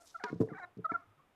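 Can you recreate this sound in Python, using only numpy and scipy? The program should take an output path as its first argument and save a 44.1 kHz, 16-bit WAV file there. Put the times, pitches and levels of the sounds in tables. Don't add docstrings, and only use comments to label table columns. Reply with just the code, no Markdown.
import sys
import numpy as np
from scipy import signal
from scipy.fft import rfft, irfft
from scipy.io import wavfile
from scipy.ndimage import uniform_filter1d

SR = 44100
rng = np.random.default_rng(int(sys.argv[2]) if len(sys.argv) > 2 else 0)


def decibels_to_gain(level_db):
    exponent = np.asarray(level_db, float) / 20
    return 10 ** exponent


def generate_wav(signal):
    frames = np.transpose(np.atleast_2d(signal))
    scaled = np.clip(frames, -1, 1) * 32767
    pcm = np.round(scaled).astype(np.int16)
    wavfile.write(sys.argv[1], SR, pcm)


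N = 59535
T = np.arange(N) / SR
MIC_LOW_HZ = 115

# extra pitch at first as a share, time to lose it in s, attack in s.
GENTLE_ONSET = (0.11, .006, 0.002)


def colour(points, hz):
    p = np.array(points, float)
    return decibels_to_gain(np.interp(np.log(np.maximum(hz, 1)), np.log(p[:, 0]), p[:, 1]))


def walk(rate, size=N):
    k = int(SR / rate)
    w = rng.standard_normal(size + 4 * k)
    w = uniform_filter1d(uniform_filter1d(w, k), k)
    return w[:size] / w.std()


def lowpass(x, hz):
    return signal.sosfilt(signal.butter(2, np.clip(hz, 20, SR / 3), fs=SR, output="sos"), x)


def highpass(x, hz, order):
    return signal.sosfilt(signal.butter(order, hz, "high", fs=SR, output="sos"), x)


def bandpass(x, low_hz, high_hz, order):
    return signal.sosfilt(signal.butter(order, [low_hz, high_hz], "band", fs=SR, output="sos"), x)


def air():
    # pitch in Hz, level in dB.
    air_colour = [(30, -5.5), (470, -7), (1200, -9), (1700, -13), (3700, -21.5), (4200, -29), (8000, -31.5),
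                  (14000, -32.5)]
    spectrum = rfft(rng.standard_normal(N)) * colour(air_colour, np.fft.rfftfreq(N, 1 / SR))
    noise = irfft(spectrum, N)
    level_db = -72 + 0.13 * walk(3.8)
    return decibels_to_gain(level_db) * noise / noise.std()


def scuffs():
    # peak in seconds, level in dB, rise in s, decay in s, centre in Hz.
    scrapes = [(0.019, -70, 0.028, 0.11, 7800), (0.076, -59.5, .012, 0.039, 5800),
               (0.101, -70.5, .008, 0.11, 5100), (.2385, -50.5, 0.00053, 0.0057, 4300),
               (0.261, -68, .01, 0.084, 4880), (0.409, -59, 0.0013, 0.0026, 5360),
               (0.4164, -59.5, 0.001, 0.005, 5300), (0.417, -73.5, .002, 0.053, 5400),
               (0.083, -68.5, 0.036, 0.04, 10200), (0.408, -73.5, 0.012, 0.044, 9700),
               (0.406, -58, 0.0041, 0.017, 1480), (0.774, -79, .001, 0.005, 4700),
               (1.006, -83, .002, 0.005, 5940), (0.58, -66, .015, .04, 1370),
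               (0.54, -71.5, 0.025, 0.044, 1840), (0.921, -77, .02, 0.066, 5000)]
    out = 0
    for start, db, rise, decay, hz in scrapes:
        grit = rng.standard_normal(N) * decibels_to_gain(3.2 * walk(250))
        hiss = bandpass(grit, hz / 1.67, min(hz * 1.217, SR / 3), 2)
        log_shape = np.where(T < start, -((T - start) / rise) ** 2, (start - T) / decay)
        out = out + decibels_to_gain(db) * hiss / hiss.std() * np.exp(log_shape)
    return out


def strike(start, db, contact_ms, modes, scatter_db):
    u = np.arange(int(SR / 4)) / SR
    chance = rng.standard_normal((len(modes), 2))
    ring = 0
    for k, ((hz, mode_db, t60), (louder, sharper)) in enumerate(zip(modes, chance)):
        gain = (-1) ** k * decibels_to_gain(mode_db + scatter_db * louder)
        wave = np.sin(2 * np.pi * hz * (1 + 0.023 * sharper) * u)
        ring = ring + gain * wave * 1000. ** (-u / t60)
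    push = np.sin(np.pi * np.clip(u[:600] * 1000 / contact_ms, 0, 1)) ** 2
    ring = signal.fftconvolve(ring, push)[:len(u)]
    out, i = np.zeros(N + len(u)), int(start * SR)
    out[i:i + len(u)] = ring * decibels_to_gain(db) / np.abs(ring).max()
    return out[:N]


def frame_sway():
    # start in seconds, level in dB, pitch in Hz, time to fade by 60 dB in s.
    sways = [
        (0.354, -46, 108, 0.13),
        (0.636, -66, 103.2, 0.23),
        (0.93, -58.5, 93.3, 0.28),
        (1.07, -62.5, 99, 0.22),
        (1.1, -64.5, 102, .12),
        (1.177, -68, 149.6, 0.3),
    ]
    sway = sum(strike(s, db, 2, [(hz, 0, t60)], 0) for s, db, hz, t60 in sways)
    return highpass(sway, MIC_LOW_HZ / 2, 2)


def frame_thuds():
    # start in seconds, level in dB, contact in ms, panel pitch in Hz.
    thuds = [(0.302, -40.5, 0.61, 330), (0.313, -38.5, 2.2, 200), (.328, -24, 1.25, 290),
             (0.34, -31.5, 2.4, 210), (0.348, -52, 0.73, 380), (.358, -33.5, 1.46, 190),
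             (.381, -51, 2.3, 190), (0.393, -45.5, 1.5, 330), (0.4016, -21.5, 1.5, 313),
             (0.4045, -15, 1.38, 204), (0.4132, -17, 0.78, 340), (.422, -23.5, 1.2, 300),
             (.4335, -26.5, 1.04, 420), (.447, -39.5, 1.9, 410), (.460, -48, 1.1, 390),
             (.475, -38, 0.82, 430), (0.488, -40, 1.34, 380), (0.5161, -32, 1.62, 290),
             (0.5216, -31, 1.8, 270), (.545, -45, 1.1, 400), (0.561, -55, 2.9, 190), (.769, -38, 2.5, 230),
             (.778, -40, 2, 200), (0.7846, -38.5, 2.1, 260), (0.79, -40.5, 1.45, 400),
             (.7945, -35, 1.84, 169.4), (.801, -48.5, 0.94, 260)]
    # pitch in Hz, level in dB, time to fade by 60 dB in s.
    frame = [(101.6, -19, .07), (163.7, -9, .05), (186, -10, 0.043), (428.5, -13.5, .12),
             (546, -28.5, 0.036), (998, -23.5, 0.064)]
    panel_db, panel_t60_s = 4, 0.02
    return sum(strike(s, db, ms, [(hz, panel_db, panel_t60_s), *frame], 1) for s, db, ms, hz in thuds)


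def latch():
    # pitch in Hz, level in dB, time to fade by 60 dB in s.
    latch_modes = [(200, -5.5, 0.056), (428, 0, 0.1), (542, -34.5, 0.11), (775, -14.5, 0.19),
                   (982, 0, 0.15), (1203, -7, 0.091), (1687, -1, .055), (1970, -5, 0.028),
                   (2390, -9.5, 0.038), (3320, -20, .03), (4640, -16, 0.015)]
    start_s, level_db = .2378, -25
    first = strike(start_s, level_db, 0.08, latch_modes, 0)
    return first + strike(start_s + 0.003466, level_db - 4, 0.18, latch_modes, 4.0)


def peck():
    # pitch in Hz, level in dB, time to fade by 60 dB in s.
    board_modes = [(290, 2.5, 0.027), (441, -10, 0.068), (685, -8.5, 0.083), (970, -13.5, 0.087),
                   (1178, -12, .043), (1697, -13.5, 0.12), (2100, -8, 0.024), (2254, -13.5, 0.029)]
    return strike(.9175, -29, 0.17, board_modes, 0)


def syrinx(hz, half_db, throat, breath_db):
    n, raspy = len(hz), breath_db > -42
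    wobble, rasp_db = (.008, 2.8) if raspy else (0.0015, .5)
    phase = np.pi * np.cumsum(hz * (1 + wobble * walk(120, size=n))) / SR
    turn = 2 * np.pi * rng.random(15)
    tone = 0
    for k in range(1, 15):
        level = colour(throat, k * hz / 2) * (decibels_to_gain(half_db) if k % 2 else 1)
        flutter = decibels_to_gain(rasp_db * walk(450, size=n))
        tone = tone + np.sin(k * phase + turn[k]) * level * flutter
    breath = bandpass(rng.standard_normal(n), 2500, 7500, 3)
    return tone + decibels_to_gain(breath_db) * breath


RELEASE_S = .0055


def note(start, length, hz, db, half_db, throat, onset, breath_db=-34, swell_db=3):
    u = T[:SR // 10]
    drop, drop_s, attack = onset
    sag = 0.22 * np.clip(u - length, -length, length)
    pitch = hz * (1 + drop * np.exp(-u / drop_s) - sag)
    opening = np.sin(np.pi / 2 * np.clip(u / attack, 0, 1)) ** 2
    swell = decibels_to_gain(swell_db * (np.minimum(u / length, 1) - 1) - 3)
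    shut = .5 - .5 * np.tanh((u - length) / RELEASE_S * 2)
    voice = decibels_to_gain(db) * np.sqrt(2) * opening * swell * shut * syrinx(pitch, half_db, throat, breath_db)
    return np.r_[np.zeros(max(int(start * SR), 0)), voice, np.zeros(N)][:N]


def far_murmurs():
    # start in seconds, length in s, pitch in Hz, level in dB.
    murmurs = [(.183, 0.011, 386, -66.5), (0.967, 0.045, 359.6, -66), (0.283, 0.052, 361.3, -62),
               (0.516, 0.026, 395, -63), (0.569, 0.016, 407.6, -57.5), (1.015, 0.013, 399, -69),
               (1.03, 0.016, 397, -73), (1.051, 0.014, 415, -72), (1.078, 0.017, 407, -76.5),
               (1.106, 0.023, 406, -76.5), (1.129, 0.017, 417, -76), (1.169, 0.018, 412, -77),
               (1.189, 0.022, 363.4, -73), (1.209, 0.021, 387, -78), (1.232, 0.0094, 398, -79),
               (1.256, 0.021, 331.6, -77.5)]
    # pitch in Hz, level in dB.
    far_throat = [(400, -29), (800, -14.5), (1200, 12), (1620, -16.5), (2100, -6), (3000, -32)]
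    return sum(note(*row, -19, far_throat, GENTLE_ONSET) for row in murmurs)


def fading_notes():
    # start in seconds, length in s, pitch in Hz, level in dB.
    fading = [
        (0, 0.026, 681.5, -55),
        (.034, 0.02, 659, -61.5),
        (0.655, 0.033, 709, -59),
    ]
    # pitch in Hz, level in dB.
    dull_throat = [(680, -4), (1360, -10), (2050, -31)]
    return sum(note(*row, -29, dull_throat, (0, 1, .001)) for row in fading)


def held_notes():
    # start in seconds, length in s, pitch in Hz, level in dB, half-pitch lines in dB.
    held = [
        (0.22, 0.019, 702, -53, -19),
        (0.255, 0.046, 708, -46, -8.5),
    ]
    # pitch in Hz, level in dB.
    held_throat = [(350, -5), (720, -6), (1080, -6.5), (1440, 3.5), (2150, -11.5), (2700, -27), (3900, -49),
                   (4270, -24), (4600, -44)]
    return sum(note(*row, held_throat, GENTLE_ONSET) for row in held)


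def drawn_out_call():
    # time in seconds, pitch in Hz, level in dB, half-pitch lines in dB.
    call_path = [
        (0.545, 751, -53, -4),
        (0.565, 741, -50.5, -13),
        (.576, 798, -51.5, -5),
        (0.59, 992, -46.5, -14.5),
        (.600, 775, -47, -19.5),
        (0.615, 730, -51.5, -13),
        (.636, 710.3, -48, 3.5),
        (0.648, 711, -50.5, 4.5),
        (0.656, 694, -64, 1),
    ]
    # pitch in Hz, level in dB.
    call_throat = [(340, -16.5), (740, -2), (920, -6), (1420, 1.5), (2200, -7), (2600, -36.5), (3600, -59),
                   (3900, -19), (4200, -49)]
    time, hz, db, half_db = np.array(call_path, float).T
    fade = np.clip(np.minimum(T - time[0], time[-1] - T) / RELEASE_S, 0, 1)
    voice = syrinx(np.interp(T, time, hz), np.interp(T, time, half_db), call_throat, -25.5)
    return fade * decibels_to_gain(np.interp(T, time, db)) * voice


def soft_clucks():
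    # start in seconds, length in s, pitch in Hz, level in dB, half-pitch lines in dB.
    soft = [
        (0.196, .022, 679, -52, -32),
        (0.485, .03, 670, -53.5, -24),
        (0.5303, 0.013, 717, -52.5, -25),
    ]
    # pitch in Hz, level in dB.
    soft_throat = [(340, -14), (700, 0.5), (850, -2), (1050, -8), (1400, 1), (1900, 0), (2200, -14),
                   (2700, -36)]
    soft_onset = (.55, .007, .004)
    return sum(note(*row, soft_throat, soft_onset) for row in soft)


def loud_clucks():
    # start in seconds, length in s, pitch in Hz, level in dB, half-pitch lines in dB.
    clucks = [
        (0.139, 0.027, 670.6, -39, -53),
        (0.839, 0.026, 635.4, -30.5, -58.5),
    ]
    replies = [
        (.888, .029, 659, -36, -39.5, -0.5),
        (0.933, 0.03, 682.6, -28, -29, 7.5),
    ]
    # pitch in Hz, level in dB.
    near_throat = [(330, -27), (690, -15.5), (1000, 6.5), (1330, 4.5), (2050, -28.5), (3300, -67.5),
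                   (3870, -35.5), (4600, -41)]
    # pitch in Hz, level in dB.
    shut_top = [(3300, -62), (4600, -69)]
    loud_onset = (0.46, .004, 0.012)
    breath_db = -44
    shut_throat = [*near_throat[:-3], *shut_top]
    out = sum(note(*row, near_throat, loud_onset, breath_db, 6.5) for row in clucks)
    return out + sum(note(*row, shut_throat, loud_onset, breath_db, swell) for *row, swell in replies)


def fence_echo(birds):
    lag = int(.044 * SR)
    copies = 0
    for delay, db in ((lag // 3, 6), (lag, 0), (2 * lag - 400, -5)):
        copies = copies + np.r_[np.zeros(delay), birds[:-delay]] * decibels_to_gain(db)
    return decibels_to_gain(-12) * lowpass(lowpass(copies, 800), 800)


def yard_tail(birds, knocks):
    u = T[:SR // 2]
    t60_s, build_up_s = 0.27, 0.0077
    tail = lowpass(rng.standard_normal(len(u)), 2700) * 1000. ** (-u / t60_s)
    tail = tail * np.minimum(u / build_up_s, 1)
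    wet = signal.fftconvolve(decibels_to_gain(-6.5) * birds + decibels_to_gain(4) * knocks, tail / np.sqrt(np.sum(tail ** 2)))[:N]
    return decibels_to_gain(-25) * wet


def scene():
    knocks = highpass(frame_thuds() + latch() + peck(), MIC_LOW_HZ, 4) + frame_sway()
    birds = far_murmurs() + fading_notes() + held_notes() + drawn_out_call() + soft_clucks() + loud_clucks()
    echoes = fence_echo(birds) + yard_tail(birds, knocks)
    return (birds + knocks + echoes + scuffs() + air())[None]


def roll_off(x):
    return signal.sosfilt(signal.butter(12, 14350, fs=SR, output="sos"), x)


def record(dry):
    return roll_off(dry)


dry = scene()
out = record(dry)
generate_wav(out)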